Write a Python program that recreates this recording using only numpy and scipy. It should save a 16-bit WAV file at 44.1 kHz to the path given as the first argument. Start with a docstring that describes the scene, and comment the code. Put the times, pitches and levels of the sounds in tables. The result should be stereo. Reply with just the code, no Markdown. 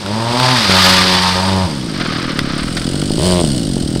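"""An open asphalt car park, where a drift trike with a single-cylinder petrol engine spins round.
The exhaust roars and echoes off warehouse walls while the hard rear tyres slide and squeal.
The engine drops to a lumpy idle as the trike scrubs to a halt close by, then gives one quick rev.
The valve gear clatters between firings and a low wind picks up.
Sharp cracks come from grit under the wheels, and once from the exhaust as the throttle opens."""
import sys
import numpy as np
from scipy import signal
from scipy.fft import rfft, irfft
from scipy.io import wavfile

SR = 44100
rng = np.random.default_rng(int(sys.argv[2]) if len(sys.argv) > 2 else 0)


def log_audio(samples):
    """Write samples as a 16-bit WAV file to the path given in sys.argv[1]."""
    # one column per channel
    frames = np.atleast_2d(samples).T
    # limit to full scale, then quantise
    limited = np.clip(frames, -1, 1)
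    pcm = np.round(limited * 32767).astype(np.int16)
    wavfile.write(sys.argv[1], SR, pcm)


N = 176400
T = np.arange(N) / SR
FREQS = np.fft.rfftfreq(N, 1 / SR)


def amp(db):
    """Turn decibels into a number to multiply by."""
    return 10 ** (np.asarray(db) / 20)


def unit(x):
    """Scale a signal to an average (RMS) strength of one."""
    return x / np.sqrt(np.mean(x ** 2) + 1e-20)


def curve(rows, column=1):
    """One column of a table, joined by straight lines in time."""
    rows = np.array(rows)
    return np.interp(T, rows[:, 0], rows[:, column])


def add(mix, start_s, sound):
    """Drop a sound into the mix at a given time."""
    part = mix[round(start_s * SR):][:len(sound)]
    part += sound[:len(part)]


def colour(x, rows, column=1):
    """Make some frequencies louder and others softer, as a table says."""
    rows, size = np.array(rows), 4096
    hz = abs(np.fft.fftfreq(size, 1 / SR))
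    log_gain = np.log(amp(np.interp(np.log(hz + 1), np.log(rows[:, 0]), rows[:, column])))
    response = np.exp(np.conj(signal.hilbert(log_gain)))  # rings after a sound, never before
    ring = np.fft.ifft(response).real[:size // 2]
    return signal.oaconvolve(x, ring)[:N]


def colour_pair(x, rows):
    """Give each ear its own tone colour."""
    return np.array([colour(x[0], rows, column=1), colour(x[1], rows, column=2)])


def noise_pair(alike):
    """Hiss for two ears: unrelated at 0, the same at 1."""
    shared, own = rng.standard_normal((2, N))
    return np.array([shared, alike * shared + np.sqrt(1 - alike ** 2) * own])


def wander(rate_hz):
    """A smooth random wobble, mostly slower than rate_hz."""
    return unit(irfft(rfft(rng.standard_normal(N)) / (1 + (FREQS / rate_hz) ** 4), N))


def per_cycle(cycles, scatter_db):
    """A random strength, held through each engine cycle."""
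    return amp(scatter_db * rng.standard_normal(N))[np.floor(cycles).astype(int)]


def firings(cycles, scatter_db):
    """One click at the start of each cycle."""
    return np.diff(np.floor(cycles), prepend=np.floor(cycles[0])) * per_cycle(cycles, scatter_db)


# how fast the engine runs (time [s], firing rate [Hz])
ENGINE_SPEED = [(0.0, 116.64), (0.046, 94.54), (0.166, 111.36), (0.294, 118.85), (0.42, 127.49),
                (0.536, 127.92), (0.6, 113.4), (0.68, 95.46), (0.75, 93.88), (0.95, 92.56), (1.32, 90.86),
                (1.5, 96.04), (1.64, 92.74), (1.72, 73.19), (1.85, 59.4), (2.0, 42.8), (2.13, 37.34),
                (2.22, 44.85), (2.35, 35.77), (2.52, 32.16), (2.68, 43.21), (2.86, 42.38), (2.95, 48.1),
                (3.15, 51.4), (3.2, 66.05), (3.25, 91.97), (3.39, 88.06), (3.48, 72.35), (3.7, 45.86),
                (3.8, 44.76), (3.88, 34.65), (3.94, 45.27), (4.0, 44.53)]
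def engine_cycles(lead_s=0):
    """Count engine cycles, running lead_s ahead: the fuel fires at each whole number."""
    speed = curve(ENGINE_SPEED)
    return np.cumsum(speed) / SR + lead_s * speed


def open_throttle(levels, tone):
    """The exhaust under power: a smooth boom on two low notes, and a rough bark at each firing."""
    fade_s, puff_cycles, split_hz = .025, .12, 602
    inside_s = np.minimum(T - levels[0][0], levels[-1][0] - T)
    gate = np.clip(1 + inside_s / fade_s, 0, 1) ** 2
    cycles, port = engine_cycles(), engine_cycles(lead_s=.00061)
    boom = -np.sqrt(2) * sum(amp(curve(levels, k)) * np.sin(2 * np.pi * k * cycles) for k in (1, 2))
    puffs = np.exp(-(port % 1) / puff_cycles) * rng.standard_normal(N)
    bark = colour(.17 * unit(puffs) + unit(firings(port, scatter_db=.9)), tone)
    low = irfft(rfft(bark) / (1 + (FREQS / split_hz) ** 10), N)
    bark = amp(curve(levels, 3)) * unit(low) + amp(curve(levels, 4)) * unit(bark - low)
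    return gate * (amp(-.5) * boom + amp(-1.5) * bark)


# loudness of the roar (time [s], lowest note [dB], octave above [dB], low bark [dB], high bark [dB])
ROAR_LEVELS = [(0.0, -39, -32, -42, -38), (0.11, -22, -22, -22.5, -30), (0.142, -21, -20.5, -53, -25.5),
               (0.166, -24, -20, -27, -25.5), (0.276, -20, -29, -27.5, -24.5),
               (0.342, -25, -19.5, -24, -23), (0.388, -21, -17, -27, -21), (0.43, -16.5, -33, -28, -17),
               (0.536, -17, -15.5, -34, -22.5), (0.638, -31, -25, -28.5, -33),
               (0.724, -19.5, -15.5, -24, -20.5), (1.104, -26.5, -18.5, -23.5, -22),
               (1.216, -24.5, -20, -30, -23.5), (1.256, -26, -20.5, -52, -16.5),
               (1.316, -25, -21.5, -45, -28), (1.364, -23, -23, -23.5, -21.5),
               (1.45, -21.5, -18.5, -30, -22.5), (1.544, -17.5, -15, -22, -25),
               (1.612, -19, -15.5, -26.5, -21.5), (1.66, -15.5, -17.5, -28, -29)]
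# tone of the bark far off (frequency [Hz], level [dB])
FAR_BARK_TONE = [(170,-36),(280,1),(370,2),(470,-3.5),(560,6.5),(670,3.5),(790,2.5),(930,10.5),(1060,3.5),(1250,-2.5),(1600,-8.5),(3000,-30),(9000,-54)]
def roar():
    """The exhaust far off, its tone shifting as the pipe swings round."""
    return open_throttle(ROAR_LEVELS, FAR_BARK_TONE)


# how late the echo off the long warehouse wall arrives (time [s], delay [s])
WALL_DELAY = [(0,0.018),(.3,0.022),(.6,0.028),(.9,0.033),(1.3,.034),(1.7,0.038)]
def wall_echo(exhaust):
    """One echo that comes later as the trike moves, so the bark swells and turns hollow."""
    bark = signal.sosfilt(signal.butter(2, 350, "high", fs=SR, output="sos"), exhaust)
    return amp(-6) * np.interp(T - curve(WALL_DELAY), T, bark, left=0)


def yard_echoes(exhaust):
    """Many thin, dull echoes bounce off the warehouse walls."""
    echoes_per_s, first_s, fade_60_db_s = 1500, .03, .93
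    t = T[:SR // 2]
    echoes = rng.standard_normal((2, len(t))) * (rng.random((2, len(t))) < echoes_per_s / SR)
    echoes *= (t > first_s) * np.exp(-np.log(1000) * t / fade_60_db_s)
    echoes /= np.linalg.norm(echoes, axis=1, keepdims=True)
    dull = colour(exhaust, [(120, -19.5), (400, 16), (3000, 16), (10000, -39)])
    return amp(-20.5) * signal.fftconvolve(dull[None], echoes, axes=1)[:, :N]


# loudness of the valve clatter (time [s], level [dB])
CLATTER_LEVELS = [(0,-35.5),(.4,-25.5),(1.4,-25),(1.8,-31.5),(2.5,-34),(2.68,-25),(3.15,-23),(3.25,-14.5),(3.38,-19.5),(3.47,-20),(3.7,-24.5),(4,-25)]
# tone of its rattle (frequency [Hz], left [dB], right [dB])
RATTLE_TONE = [(690, 5, -23), (950, -14, -11), (1410, 0, -4.5), (2250, -42, -9), (2580, -7.5, -23),
               (2870, -78, 0), (3330, -41, -3.5), (4400, -45, 0), (5730, -16, -5.5), (5800, -9, -20),
               (6940, -12, -12), (7870, -12, -20.5), (8150, -0.5, -1), (10100, -14, -43.5),
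               (10900, -10.5, -21), (13000, -49, -24)]
# notes the engine metal rings at (frequency [Hz], left [dB], right [dB])
METAL_NOTES = [(3200,-33,1),(3290,-5,2),(3610,-7,-23),(4220,-39,3),(4610,-1.5,4.5),(4810,-31,3.5),(7160,-2.5,-34),(7910,-14,-4),(8780,-3.5,-41),(8630,3.5,-40),(9750,-16,-4.5)]
def valve_gear():
    """Between firings a burst of small knocks rattles the engine and sets its metal ringing."""
    lag_cycles, rise_cycles, fade_cycles = .392, .07, .33
    knocks_per_s, ring_s = 3500, .0048
    cam = engine_cycles() - lag_cycles
    burst = np.minimum(cam % 1 / rise_cycles, 1) * np.exp(-(cam % 1) / fade_cycles)
    burst *= per_cycle(cam, scatter_db=1.1)
    rattle = unit(colour_pair(noise_pair(alike=.83) * (.28 + burst), RATTLE_TONE))
    knocks = burst ** 2 * (rng.random(N) < knocks_per_s / SR)
    t, metal = T[:SR // 20], np.zeros((2, N))
    for hz, left_db, right_db in METAL_NOTES:
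        detune = 1 + .019 * rng.standard_normal((2, 1))
        ring = np.sin(2 * np.pi * hz * detune * t) * np.exp(-t / ring_s)
        metal += amp([[left_db], [right_db]]) * signal.oaconvolve(knocks[None], ring, axes=1)[:, :N]
    metal = signal.sosfilt(signal.butter(5, [2880, SR / 4], "band", fs=SR, output="sos"), metal)
    return amp(curve(CLATTER_LEVELS)) * unit(rattle + amp(-4) * unit(metal))


def grind(levels, tone, grain_db, judder_db, judder_hz, alike):
    """Hard plastic on asphalt: a grainy hiss whose lows and highs judder with the rough ground."""
    grains = colour_pair(noise_pair(alike) * amp(grain_db * wander(rate_hz=1200)), tone)
    low = signal.sosfiltfilt(signal.butter(2, 6900, fs=SR, output="sos"), grains)
    ground = wander(judder_hz)
    left, right = sum(band * amp(judder_db * np.tanh(ground + wander(judder_hz)))
                      for band in (low, grains - low))
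    return np.array([unit(left) * amp(curve(levels, 1)), unit(right) * amp(curve(levels, 2))])


# loudness of the sliding tyres (time [s], left [dB], right [dB])
SLIDE_LEVELS = [(0,-33.5,-27.5),(.28,-27.5,-21),(.45,-18.5,-11.5),(.68,-18,-8.5),(.71,-13,-7),(.9,-12,-3.5),(1.05,-15.5,-8.5),(1.25,-19,-10),(1.45,-23,-17),(1.62,-28,-22),(1.76,-33.5,-27.5),(2,-37,-33),(2.3,-70,-70)]
# tone of their grinding (frequency [Hz], left [dB], right [dB])
SLIDE_TONE = [(484, -16, -40.5), (705, -23.5, -11), (1110, -8.5, -10), (1900, -9.5, -9.5), (2640, -11, -12),
              (3780, -11.5, -6.5), (3930, -19, -7), (4870, -19.5, -4), (6050, -18, -16.5),
              (7420, -21.5, -28), (7900, -18, -25.5), (10630, -26.5, -38.5), (13700, -42, -36),
              (15600, -73, -98)]
# notes they squeal at (frequency [Hz], level [dB])
SQUEAL_NOTES = [(1020,-14.5),(1230,3),(1760,-6.5),(3600,1.5),(4760,3.5)]
def tyre_slide():
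    """The rear tyres grind sideways; sticking and slipping adds fuzzy, wavering squeals."""
    squeal = np.zeros((2, N))
    for hz, db in SQUEAL_NOTES:
        cycles = np.cumsum(hz * (1 + .03 * wander(rate_hz=7))) / SR
        fuzz = wander(rate_hz=26.6)
        squeal += amp(db) * fuzz * np.sin(2 * np.pi * (cycles + .13 * rng.random((2, 1))))
    squeal = amp(-10) * amp([curve(SLIDE_LEVELS, 1), curve(SLIDE_LEVELS, 2)]) * unit(squeal)
    return squeal + grind(SLIDE_LEVELS, SLIDE_TONE, grain_db=-.5, judder_db=2.1, judder_hz=90, alike=.53)


# tone of the background (frequency [Hz], left [dB], right [dB])
AIR_TONE = [(20,-35,-32),(60,-5.5,-7),(162,-2.5,-3),(540,-17,-12.5),(1590,-24.5,-33),(5360,-24.5,-15),(15300,-45,-63)]
def open_air():
    """The steady, soft rush of the outdoors."""
    return amp(-30.5) * unit(colour_pair(noise_pair(alike=1), AIR_TONE))


# each sharp crack (time [s], level [dB], fade time [s])
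CRACKS = [(0.062,-11,0.0012),(.4,-1.5,0.0011),(0.694,-17,.003),(2.227,-13,0.0034),(2.391,-0.5,0.0019),(2.524,-19,0.0016),(2.7681,-11,0.011),(2.8155,-16,0.0026),(3.018,-22,0.0029),(3.907,-32,0.0032),(3.9525,-26,0.0069)]
# tone of a crack (frequency [Hz], left [dB], right [dB])
CRACK_TONE = [(400,-15,5),(890,-9.5,1),(1350,14,1.5),(2220,-6,9.5),(2740,2,-8.5),(3280,-7,9),(5000,-22,4),(6640,-10,-6.5),(9200,-8,-16),(15000,-34,-42)]
def sharp_cracks():
    """Short bursts of noise: grit under the wheels, and the exhaust's snap as the throttle opens."""
    force, t = np.zeros(N), T[:SR // 10]
    for start_s, db, fade_s in CRACKS:
        add(force, start_s, amp(db) * np.exp(-t / fade_s))
    return amp(3.5) * colour_pair(force * noise_pair(alike=.9), CRACK_TONE)


# harder firings at idle and as the throttle opens or shuts (rough time [s], level [dB])
HARD_FIRINGS = [(.695,-2.5),(2.879,-12),(2.943,-10),(3.025,-6.5),(3.106,-4),(3.183,-9),(3.417,-3),(3.44,-1.5),(3.769,-5.5),(3.917,-29),(3.961,-5.5)]
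def pops():
    """Each pop is one quick push and pull of air, placed on the nearest firing."""
    width_s, out = .00077, np.zeros(N)
    fired_s = T[np.flatnonzero(np.diff(np.floor(engine_cycles())))]
    for near_s, db in HARD_FIRINGS:
        offset = (T - fired_s[np.argmin(abs(fired_s - near_s))]) / width_s
        out -= amp(db) * 2 * offset / (1 + offset ** 2) ** 2
    return out


# loudness of the exhaust with the throttle shut (time [s], level [dB])
IDLE_LEVELS = [(0,-57),(1.62,-75),(1.67,-23),(1.85,-22),(2,-22.5),(2.45,-21.5),(2.8,-21.5),(3.17,-18),(3.24,-40),(3.39,-35),(3.45,-15),(3.55,-17.5),(4,-19.5)]
# tone of one thud (frequency [Hz], level [dB])
THUD_TONE = [(20,-91),(45,-8),(85,-5.5),(135,11.5),(190,4.5),(230,2.5),(300,0),(370,-2),(450,-33),(580,-8),(800,-35),(1300,-62),(4000,-112)]
def idle():
    """Soft, uneven thuds, each ringing the silencer at a slightly different pitch."""
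    pipe_hz, ring_s = 261, .005
    clicks = firings(engine_cycles(lead_s=.001975), scatter_db=1.1) / np.sqrt(curve(ENGINE_SPEED))
    t, pipe = T[:SR // 20], np.zeros(N)
    for at in np.flatnonzero(clicks):
        hz = pipe_hz * np.exp(.15 * rng.standard_normal())
        add(pipe, at / SR, clicks[at] * np.sin(2 * np.pi * hz * t) * np.exp(-t / ring_s))
    thuds = unit(colour(clicks, THUD_TONE))
    return amp(curve(IDLE_LEVELS)) * unit(thuds + amp(1.5) * unit(pipe))


# loudness of the stopping tyres (time [s], left [dB], right [dB])
SCRUB_LEVELS = [(1.75,-65,-57),(1.92,-33.5,-29),(2,-19.5,-17.5),(2.22,-25,-18.5),(2.44,-28.5,-22.5),(2.58,-22,-18),(2.72,-33,-27),(2.85,-31,-30.5),(3.1,-39,-30.5),(3.3,-57,-65)]
# their tone (frequency [Hz], left [dB], right [dB])
SCRUB_TONE = [(530, -0.5, -4), (890, -5.5, -10.5), (1260, 4.5, 1.5), (1550, 4, -2), (2100, -6.5, -1.5),
              (2660, -3.5, -9.5), (2970, -5.5, -2.5), (5070, -20, -3.5), (6300, -14, -29), (8500, -43, -29),
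              (11000, -44, -33), (14700, -94, -46)]
def tyre_scrub():
    """The tyres scrape to a halt with a coarser grain and a slower, deeper judder."""
    return grind(SCRUB_LEVELS, SCRUB_TONE, grain_db=2.5, judder_db=4, judder_hz=44.6, alike=.69)


# loudness of the wind (time [s], level [dB])
WIND_LEVELS = [(0,-51),(1.3,-50),(1.7,-45),(2.3,-33),(2.6,-23.5),(3.3,-25),(4,-23.5)]
# its tone (frequency [Hz], level [dB])
WIND_TONE = [(10,-1),(22,-11),(45,-5),(80,-5),(200,-18),(1000,-72)]
def wind():
    """Wind blowing on the microphone makes a low rumble."""
    rumble = np.array([colour(ear, WIND_TONE) for ear in noise_pair(alike=.17)])
    return amp(curve(WIND_LEVELS)) * unit(rumble)


# loudness of the rev (time [s], lowest note [dB], octave above [dB], low bark [dB], high bark [dB])
REV_LEVELS = [(3.19, -27, -22.5, -19, -24), (3.244, -21, -15, -19.5, -24), (3.38, -21.5, -16, -18.5, -20.5),
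              (3.41, -33, -29, -20, -22.5)]
# tone of the bark close by (frequency [Hz], level [dB])
NEAR_BARK_TONE = [(120,-19),(270,-3),(360,7),(480,-3.5),(620,2),(760,-13.5),(1050,-9),(1400,-28),(2200,-22),(4000,-21),(9000,-66)]
def quick_rev():
    """The throttle opens for a moment and the exhaust barks close by."""
    return open_throttle(REV_LEVELS, NEAR_BARK_TONE)


def scene():
    """Mix everything for two ears, with the nearby exhaust a little to the right."""
    far = roar()
    near = pops() + idle() + quick_rev()
    tyres = tyre_slide() + tyre_scrub()
    background = open_air() + wind()
    exhaust = far + near * amp([[-1.28], [1.28]])
    echoes = wall_echo(far) + yard_echoes(far + amp(-9) * near)
    return exhaust + echoes + valve_gear() + tyres + sharp_cracks() + background


def record(dry):
    """Flatten the loudest peaks, then cut the very highest treble."""
    treble_cut = signal.firwin(511, 15700, window=("kaiser", 9), fs=SR)
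    return signal.oaconvolve(np.clip(dry, -1, 1), treble_cut[None], "same")


dry = scene()
out = record(dry)
log_audio(out)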